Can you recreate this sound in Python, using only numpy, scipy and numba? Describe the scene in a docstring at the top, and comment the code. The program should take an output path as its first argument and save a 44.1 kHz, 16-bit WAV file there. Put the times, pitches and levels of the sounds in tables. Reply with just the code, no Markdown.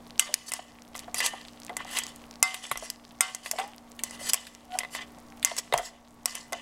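"""Just above the rim of a steel saucepan, a wire masher is heard working thick potato soup.
The wire knocks and scrapes the steel: decaying modes ring under bursts and strokes of shaped noise.
The mash plops and ticks in short damped sines, the pan bumps the hob, and the wire squeaks once.
An appliance hums in steady lines over shaped noise for room air and microphone hiss.
The recorder turns its gain down on loud knocks and lets it creep back."""
import sys
import numpy as np
from scipy import signal
from scipy.fft import rfft, irfft
from scipy.io import wavfile
from scipy.ndimage import uniform_filter1d, map_coordinates
from numba import njit

SR = 44100
rng = np.random.default_rng(int(sys.argv[2]) if len(sys.argv) > 2 else 0)


def dump_mix(stems):
    """Bounce the given channels to the path in sys.argv[1] as a 16-bit WAV at rate SR."""
    frames = np.atleast_2d(stems).T  # one column per channel
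    limited = np.clip(frames, -1, 1)  # hard clip at full scale
    pcm = np.round(limited * 32767).astype(np.int16)
    wavfile.write(sys.argv[1], SR, pcm)


def voltage_ratio(level):
    """Linear amplitude factor for a level in decibels (scalar or array-like)."""
    return 10 ** (np.asarray(level, float) / 20)


N = 291501
T = np.arange(N) / SR

# Hum lines of an appliance. Each row: frequency in Hz, level in dB.
HUM_LINES = [(59.3, -65.5), (118.6, -72.5), (237.2, -54), (296.5, -61.5), (415.1, -79), (1127, -67)]
# Spectrum of room air and microphone hiss. Each row: frequency in Hz, relative level in dB.
AIR_SPECTRUM = [(20, 0.5), (53, -7), (177, -1.5), (347, -6.5), (738, -1.5), (1200, -9), (1600, -15.5),
                (2050, -14.5), (2600, -21.5), (8890, -25.5), (12800, -30), (16000, -34)]
AIR_DB = -53
# Clear bubbles bursting on the mash. Each row: start in seconds, level in dB, frequency in Hz.
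BUBBLES = [(.107, -29, 4250), (.179, -29.5, 5000), (.787, -34.5, 2450), (.821, -28.5, 5900),
           (.879, -37.5, 5800), (.979, -25, 6900), (1.044, -35, 3670), (1.414, -28, 4270),
           (1.451, -28.5, 3550), (1.484, -27.5, 4160), (1.601, -28, 9100), (1.619, -31, 4450),
           (1.634, -29, 5800), (1.649, -25.5, 8900), (1.666, -25.5, 7000), (1.682, -33.5, 2500),
           (1.848, -30, 5740), (2.067, -19.5, 6480), (2.161, -26, 9700), (2.24, -35.5, 2750),
           (2.311, -26.5, 5600), (2.34, -36, 5300), (2.357, -31, 4800), (2.653, -19.5, 2860),
           (2.96, -34, 4800), (3.051, -29.5, 4460), (3.109, -34.5, 3600), (3.678, -28, 10230),
           (3.735, -31.5, 2900), (3.763, -31, 11400), (3.782, -28.5, 5000), (3.918, -29.5, 7200),
           (4.453, -29.5, 3870), (4.55, -24, 6260), (4.721, -26.5, 3033), (4.74, -30, 3600),
           (5.323, -34.5, 2310), (5.397, -35, 6500), (5.516, -20.5, 3100), (5.677, -37, 2130)]
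# Wire dragged over steel. Each row: start in seconds, loudest moment in seconds, end of the main
# stroke in seconds, level in dB, base level relative to the wire in dB (high when deep in the pan).
STROKES = [(0.19, 0.213, 0.35, -37.5, -3), (0.336, 0.338, 0.71, -49.5, -1.5),
           (0.46, 0.487, 0.5, -35.5, -25.5), (0.51, 0.528, 0.7, -49, 3), (0.542, 0.566, 0.59, -42.5, -9.5),
           (0.965, 0.984, 1.07, -57, 1.5), (1.148, 1.192, 1.205, -35, -14.5), (1.201, 1.205, 1.245, -40, 9),
           (1.225, 1.257, 1.285, -29, -7), (1.268, 1.272, 1.53, -44, -1), (1.775, 1.79, 1.9, -59, 13),
           (1.865, 1.931, 1.96, -46, -1), (1.94, 1.971, 1.99, -35, -1), (1.986, 1.99, 2.15, -45, -1),
           (2.075, 2.089, 2.1, -49.5, -12), (2.442, 2.453, 2.71, -33, -5), (2.625, 2.635, 2.7, -37, -13),
           (2.708, 2.72, 2.78, -48.5, 5), (2.769, 2.77, 2.92, -44, -16), (2.811, 2.84, 2.91, -41.5, -6),
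           (3.208, 3.227, 3.45, -36.5, -4), (3.429, 3.467, 3.5, -38, -9), (3.512, 3.545, 3.66, -48, -7.5),
           (3.58, 3.592, 3.67, -45, 8), (4.036, 4.04, 4.24, -47, -7), (4.117, 4.145, 4.17, -49, -6),
           (4.191, 4.283, 4.335, -38, -13), (4.288, 4.298, 4.302, -21, -24), (4.334, 4.338, 4.57, -41.5, 0),
           (4.708, 4.747, 4.8, -50, -4), (4.787, 4.806, 4.86, -54, 5), (4.905, 4.945, 4.975, -40, -16),
           (4.948, 4.953, 5.0, -47, 9), (5.0, 5.013, 5.036, -51, 8), (5.452, 5.46, 5.68, -38, -3),
           (5.576, 5.586, 5.598, -20.5, -24), (5.722, 5.75, 5.9, -44, 9), (5.815, 5.855, 5.89, -39, -20),
           (6.262, 6.278, 6.43, -39.5, -4), (6.333, 6.347, 6.43, -44, -4), (6.527, 6.539, 6.65, -51.5, 7)]
# Spectrum of the wire's rasp. Each row: frequency in Hz, relative level in dB.
RASP_SPECTRUM = [(2500, -41.5), (4500, 1), (8000, 2), (11000, -19), (16000, -25)]
# Spectrum of the thinnest wire contact. 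Each row: frequency in Hz, relative level in dB.
SHEEN_SPECTRUM = [(6000, -14.5), (10000, -5), (13000, -17), (16000, -26.5)]
# Spectrum of the dense wall modes. Each row: frequency in Hz, relative level in dB.
WALL_SPECTRUM = [(700, -49), (1170, -4), (1550, -22), (2010, 4), (2500, -9), (3100, 4), (3800, -10),
                 (6000, -29.5)]
# Wire meeting steel. Each row: start in seconds, level in dB, treble relative to that level in dB,
# pan ring relative to that level in dB.
KNOCKS = [(0.195, -5, -6, -21), (0.3409, -9.5, 0.5, -70), (0.5187, -19.5, -5, -13),
          (0.5364, -19, -1.5, -12.5), (0.945, -41.5, -18, -12), (0.952, -32.5, -12.5, -5.5),
          (0.9614, -34.5, -3, -26), (0.97, -36, -3, -35), (0.9922, -31, 2, -17), (0.998, -38, -10, -25),
          (1.1441, -22.5, -5, -13), (1.2038, -20.5, -10, -12.5), (1.2618, -13, -7.5, -40),
          (1.695, -45, -12, 6.5), (1.7675, -24, -2, -11), (1.803, -51, -16, 11.5),
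          (1.9697, -20, -14.5, -23), (1.9867, -16.5, -5.5, -18), (2.036, -26, 7, -43),
          (2.4276, -3, -2, -10.5), (2.543, -17, -9, -15), (2.7138, -16.5, -8.5, -7),
          (2.723, -31, -2.5, -24), (2.757, -40.5, -14, 11), (2.7738, -25, -3, -11),
          (2.901, -19.5, 0, -42.5), (3.2077, -3.5, -5, -12.5), (3.3482, -21, -0.5, -14.5),
          (3.4602, -24, -13.5, -9), (3.5125, -12.5, -2.5, -20), (3.586, -23, -13, -2.5),
          (3.5987, -30, -5, -12), (3.9918, -30.5, -11.5, -22), (4.036, -20, -1.5, -19.5),
          (4.1095, -34.5, 3, -11), (4.334, -8.5, -2, -27), (4.3418, -10, -3, -18), (4.468, -28.5, -14, -48),
          (4.788, -15, -2, -16.5), (4.806, -42, -17, 7), (4.834, -38, -13, 4.5), (4.849, -44.5, -10, 8),
          (4.95, -28, -9, -3.5), (5.4278, -29, -11.5, -46), (5.448, -8, -2.5, -17.5),
          (5.5658, -23, -7, -18), (5.7253, -30, -14, 7.5), (5.7371, -15, -11.5, -8.5),
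          (5.7772, -17, -1.5, -17), (5.7848, -20.5, -10, -2), (6.2574, -10.5, 0.5, -16),
          (6.3524, -23, -4.5, -24), (6.5234, -33, -3.5, -1), (6.5306, -26.5, 0.5, -0.5)]
# Saucepan modes left to ring. Each row: frequency in Hz, level in dB, 60 dB decay time in seconds.
PAN_MODES = [(676, -26.5, 0.64), (750, -9.5, 0.49), (810, -13.5, 0.12), (952, -13, 0.34), (1079, -10, 0.1),
             (1119, -7, 0.31), (1212, -10.5, 0.34), (1380, -7, 0.16), (1550, -15.5, 0.33),
             (1873, -23.5, 0.46), (2077, 5, 0.2), (2583, -7.5, 0.14), (2860, -18.5, 0.069),
             (3090, -16.5, 0.15), (3340, -11.5, 0.12), (3590, -13, 0.26), (3826, -13, 0.23),
             (4050, -14, 0.073), (4600, -13, 0.24), (5140, -1.5, 0.1), (5750, -22.5, 0.12),
             (6500, -14, 0.19), (7130, -10.5, 0.12), (8080, -4, 0.15), (10400, -7.5, 0.036)]
# Spectrum of the knock's burst. Each row: frequency in Hz, relative level in dB.
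CRACK_SPECTRUM = [(180, -58.5), (300, -22.5), (701, -9), (1320, -12.5), (1930, 1), (5250, 5), (8790, 1.5),
                  (9880, -1.5), (11300, -4), (13500, -10), (16000, -23.5)]
# Dull plops of pan base and mash. Each row: start in seconds, level in dB, starting frequency in Hz,
# 60 dB decay time in seconds.
PLOPS = [(0.29, -33.5, 596, 0.18), (0.59, -25, 725, 0.037), (1.078, -33, 705, 0.082),
         (1.333, -26, 758, 0.065), (1.85, -33.5, 744, 0.035), (1.694, -30.5, 707, 0.13),
         (1.804, -26, 1105, 0.026), (2.714, -12, 1120, 0.027), (2.823, -23, 647, 0.05),
         (3.532, -24.5, 638, 0.054), (3.556, -31, 714, 0.047), (3.586, -22.5, 753, 0.25),
         (3.598, -19.5, 737, 0.044), (4.212, -34, 575, 0.043), (4.75, -33, 723, 0.22),
         (5.176, -39, 700, 0.056), (5.514, -22, 676, 0.046), (5.724, -12.5, 584, 0.031),
         (5.74, 2.5, 723, 0.023), (5.754, -17, 684, 0.16), (5.792, -15.5, 701, 0.079),
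         (6.522, -29.5, 658, 0.17)]
# The pan rocking on the hob. Each row: start in seconds, level in dB, frequency in Hz.
BUMPS = [(2.76, -40.5, 41), (5.765, -36, 40), (5.74, -26.5, 140), (2.714, -35.5, 137)]

# stroke level at its start; its fall from the loudest moment to the end
CATCH_DB, EASE_DB, EASE_DB_PER_S = -14, -10.5, -54.5
# a stroke trails away for a share of the time it spent easing off
TRAIL_SHARE, TRAIL_DB = 0.7, -14
# the wall sounds part of the way between wire and base, more so as a stroke gathers speed
WALL_DB, WALL_SHARE, WALL_SWELL_DB = -0.5, 0.75, 2
# a stroke that gathers speed is brighter than one that skids to rest
SHEEN_DB, SHEEN_SWELL_DB = 1, 17
# harder knocks bounce off and let the steel ring; softer ones stay pressed
BOUNCE_DB = -8.5
BASE_TOP_HZ, WALL_TOP_HZ = 1000, 4300
PRESSED_PITCH, PRESSED_DECAY = 0.975, 0.18  # ratios to the free mode
# the steel has close modes beyond counting; the moving wire wakes a few, then others
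MOTTLE_HZ, MOTTLE_S, MOTTLE_DB = 150, 0.07, 5


def colour(x, points):
    """Linear filtering: a spectrum given in Hz and dB multiplies that of the sound."""
    hz, db = np.transpose(points)
    f = np.maximum(np.arange(len(x) // 2 + 1) * SR / len(x), 1)
    gain = voltage_ratio(np.interp(np.log(f), np.log(hz), db))
    return irfft(rfft(x) * gain, len(x))


def unit(x):
    """Normalisation: scales a signal to an rms of 1."""
    return x / np.sqrt(np.mean(x ** 2))


def ring(x, hz, t60):
    """Damped resonator: an impulse of 1 rings one mode with a starting amplitude of 1."""
    pole = np.exp((2j * np.pi * hz - np.log(1000) / t60) / SR)
    return signal.lfilter([1], [1, -pole], x).imag


def walk(rate):
    """Slow random modulation: normal levels drawn rate times a second, joined by ramps."""
    k = int(SR / rate)
    held = np.repeat(rng.standard_normal(N // k + 1), k)
    return uniform_filter1d(held, k)[:N]


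def mottle(x):
    """Fluctuating modal excitation: narrow bands swell and fade at random, each briefly."""
    hz, s, z = signal.stft(x, SR, nperseg=512)
    chance = rng.standard_normal((128, 512))
    place = np.meshgrid(hz / MOTTLE_HZ, s / MOTTLE_S, indexing="ij")
    db = MOTTLE_DB * map_coordinates(chance, place, order=1, mode="mirror")
    return signal.istft(z * voltage_ratio(db), SR, nperseg=512)[1][:N]


def kitchen():
    """Superposition: hum lines that waver a little over room air and microphone hiss."""
    hum = 0
    for hz, db in HUM_LINES:
        hum = hum + voltage_ratio(db + 3 + 1.2 * walk(3)) * np.sin(2 * np.pi * hz * T + hz)
    return hum + voltage_ratio(AIR_DB) * unit(colour(rng.standard_normal(N), AIR_SPECTRUM))


def fizz(rate=170, db=-52, spread_db=15):
    """Heavily damped oscillation: each bursting bubble sounds a cycle or two, most of them faintly."""
    out = np.zeros(N + 256)
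    t = np.arange(256) / SR
    chance = rng.random((int(rate * N / SR), 3))
    start = chance[:, 0] * N / SR
    level_db = db + spread_db * chance[:, 1] ** 3
    pitch_hz = 2500 * 5.5 ** chance[:, 2]
    faint = np.transpose([start, level_db, pitch_hz])
    for s, bubble_db, hz in np.vstack([BUBBLES, faint]):
        i = int(s * SR)
        out[i:i + 256] += voltage_ratio(bubble_db + 4.5) * np.sin(2 * np.pi * hz * t) * np.exp(-t * hz / 0.98)
    return out[:N]


def grit():
    """Rough friction: noise whose strength jumps as the wire catches on scratches, in patches."""
    catches_db = 3.6 * walk(350)
    patches_db = 1.8 * walk(45)
    return unit(rng.standard_normal(N) * voltage_ratio(catches_db + patches_db))


def drag(db):
    """Contact pressure: each stroke catches, swells to its loudest, eases off and lets go."""
    out = np.zeros(N)
    for (start, top, end, *_), level_db in zip(STROKES, db):
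        gone = end + TRAIL_SHARE * (end - top) + 0.001
        i, j = int(start * SR), int(gone * SR)
        last_db = EASE_DB + EASE_DB_PER_S * (end - top)
        levels = [CATCH_DB, 0, last_db, last_db + TRAIL_DB]
        out[i:j] += voltage_ratio(level_db + np.interp(T[i:j], [start, top, end, gone], levels))
    # the contact lets go over a few milliseconds
    ease = np.exp(-1 / (0.00076 * SR))
    return signal.lfilter([1 - ease], [1, -ease], out)


def strokes():
    """Friction as a source: separate rough noises for wire, wall, base and thinnest contact."""
    start, top, end, db, deep_db = np.transpose(STROKES)
    swell = (top - start) / (end - start)  # share of the stroke spent gathering speed
    wall_db = db + WALL_DB + WALL_SHARE * deep_db + WALL_SWELL_DB * swell
    sheen_db = db + SHEEN_DB + SHEEN_SWELL_DB * swell
    return [grit() * drag(d) for d in (db, wall_db, db + deep_db, sheen_db)]


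def scrape(rasp, wall, sheen):
    """High modal density: closely packed modes turn the strokes into mottled, coloured noise."""
    wire = voltage_ratio(4.5) * colour(rasp, RASP_SPECTRUM) + colour(sheen, SHEEN_SPECTRUM)
    return mottle(wire + voltage_ratio(10) * colour(wall, WALL_SPECTRUM))


def saucepan(rasp, wall, base):
    """Modal superposition: each knock strikes the modes in its own mix; scraping keeps them singing."""
    s, knock_db, treble_db, ring_db = np.transpose(KNOCKS)
    at = (s * SR).astype(int)
    spot = rng.standard_normal((len(s), len(PAN_MODES)))
    free = np.zeros(N)
    free[at] = knock_db > BOUNCE_DB
    wall_hz, wall_gain_db = np.transpose(WALL_SPECTRUM)
    out = np.zeros(N)
    for k, (hz, db, t60) in enumerate(PAN_MODES):
        zone = int(hz > BASE_TOP_HZ) + int(hz > WALL_TOP_HZ)  # 0 base, 1 wall, 2 treble
        share_db = treble_db - 10 if zone == 2 else ring_db
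        blows = np.zeros(N)
        blows[at] = voltage_ratio(knock_db + share_db + 4 * spot[:, k])
        blows *= voltage_ratio(db - 5)
        out += ring(blows * free, hz, t60)
        # the pressing wire damps the steel, and feeds each mode more or less as it travels
        held_hz, held_t60 = hz * PRESSED_PITCH, t60 * PRESSED_DECAY
        wall_db = np.interp(np.log(held_hz), np.log(wall_hz), wall_gain_db)
        rub_db = (0.2 * db - 15, wall_db - 4, 0.2 * db - 13)[zone]
        rub = (base, wall, rasp)[zone] * voltage_ratio(rub_db + 3.5 * walk(12))
        rub /= np.sqrt(held_t60 * SR / (4 * np.log(1000)))  # offsets the build-up of a longer ring
        pressed = voltage_ratio(5.5) * blows * (1 - free)
        out += ring(rub + pressed, held_hz, held_t60)
    return out


def cracks():
    """Impact: each contact wakes many short high modes, heard as a bright, dying noise."""
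    high, low = np.zeros(N), np.zeros(N)
    t_ms = np.arange(4096) / SR * 1000
    chance = unit(mottle(rng.standard_normal(N)))[:len(KNOCKS) * 4096].reshape(-1, 4096)
    for (s, knock_db, treble_db, _), noise in zip(KNOCKS, chance):
        i = int(s * SR)
        decay_ms = 0.46 * (2 - 0.51 * treble_db)  # duller knocks linger
        fade = np.exp(-t_ms / max(decay_ms, 0.1))
        fade += 0.24 * np.exp(-t_ms / max(4.5 * decay_ms, 0.1))
        burst = (noise * fade * np.minimum(t_ms / 0.3, 1))[:N - i]
        low[i:i + len(burst)] += voltage_ratio(knock_db) * burst
        high[i:i + len(burst)] += voltage_ratio(knock_db + treble_db) * burst
    body = signal.sosfilt(signal.butter(2, [1100, 4500], "band", fs=SR, output="sos"), low)
    edge = signal.sosfilt(signal.butter(2, 4500, "high", fs=SR, output="sos"), high)
    return colour(voltage_ratio(5) * body + voltage_ratio(11) * edge, CRACK_SPECTRUM)


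def plops():
    """Damped oscillation: soft wet blows give a few rising cycles with a splatter of noise around."""
    out = np.zeros(N)
    t = np.arange(8192) / SR
    chance = rng.standard_normal((len(PLOPS), 8192))
    for (s, db, hz, t60), noise in zip(PLOPS, chance):
        i = int(s * SR)
        tone = np.sin(2 * np.pi * hz * t * (1 + 0.55 * t))
        splatter = 0.7 * unit(ring(noise, 1.125 * hz, 0.0043))
        fade = np.exp(-np.log(1000) * t / t60) * (1 - np.exp(-t / 0.001))
        out[i:i + len(t)] += voltage_ratio(db) * ((tone + splatter) * fade)[:N - i]
    return out


def bumps():
    """Structure-borne sound: the rocking pan sends low damped thumps through the hob."""
    out = 0
    for s, db, hz in BUMPS:
        t = np.maximum(T - s, 0)
        out = out + voltage_ratio(db) * np.sin(2 * np.pi * hz * t) * np.exp(-t * hz / 2)
    return out


def squeak():
    """Stick-slip in step with the base mode: an uneven tone swells, rises a little and breaks off."""
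    peak_s, peak_hz, glide_hz_per_s = 4.757, 735, 150
    swell_db_per_s, stop_db_per_s = 380, 2500
    t = np.clip(T - peak_s, -0.1, 0.1)
    phase = 2 * np.pi * np.cumsum(peak_hz + glide_hz_per_s * np.minimum(t, 0)) / SR
    tone = np.sin(phase)
    tone += 0.12 * np.sin(2 * phase) + 0.03 * np.sin(4 * phase) + 0.04 * np.sin(6 * phase)
    db = np.minimum(swell_db_per_s * t, -stop_db_per_s * t) + 2.5 * walk(120)
    return tone * voltage_ratio(-25 + db) * (abs(t) < 0.1)


def room(x, t60=0.7, db=-25):
    """Reverberation: pan interior and walls add a short, diffuse, decaying tail."""
    t = np.arange(int(0.5 * SR)) / SR
    tail = signal.lfilter([1], [1, -0.4], rng.standard_normal(len(t))) * np.exp(-np.log(1000) * t / t60)
    return x + voltage_ratio(db) * signal.fftconvolve(x, tail / np.sqrt(np.sum(tail ** 2)))[:N]


def scene():
    """Superposition at the microphone of all sources, the near ones with the room's tail."""
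    rasp, wall, base, sheen = strokes()
    steel = scrape(rasp, wall, sheen) + saucepan(rasp, wall, base) + cracks()
    near = fizz() + steel + plops() + squeak()
    # the near sounds carry nothing below about 430 Hz
    near = signal.sosfilt(signal.butter(4, 430, "high", fs=SR, output="sos"), near)
    return (room(near) + bumps() + kitchen())[None]


@njit
def ride(x, top, power, attack, release):
    """Gain control: an envelope follows the peaks, so gain drops fast and recovers slowly."""
    y, envelope = np.empty(len(x)), 0.
    for i in range(len(x)):
        a = abs(x[i])
        envelope += (a - envelope) * (attack if a > envelope else release)
        y[i] = x[i] * (min(1., top / (envelope + 1e-9)) ** power)
    return y


def low_pass(x):
    """Removes everything above the highest recorded frequency."""
    return signal.sosfilt(signal.butter(12, 17070, fs=SR, output="sos"), x)


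def record(dry):
    """Recording chain: gain control, then a soft ceiling, then a band limit."""
    attack_s, release_s = 0.003, 0.45
    x = ride(dry[0], 0.07, 0.62, 1 / (attack_s * SR), 1 / (release_s * SR))
    x = 0.9 * np.tanh(x / 0.9)
    x = signal.sosfilt(signal.ellip(6, 0.3, 70, 15800, fs=SR, output="sos"), x)
    return low_pass(x[None])


dry = scene()
out = record(dry)
dump_mix(out)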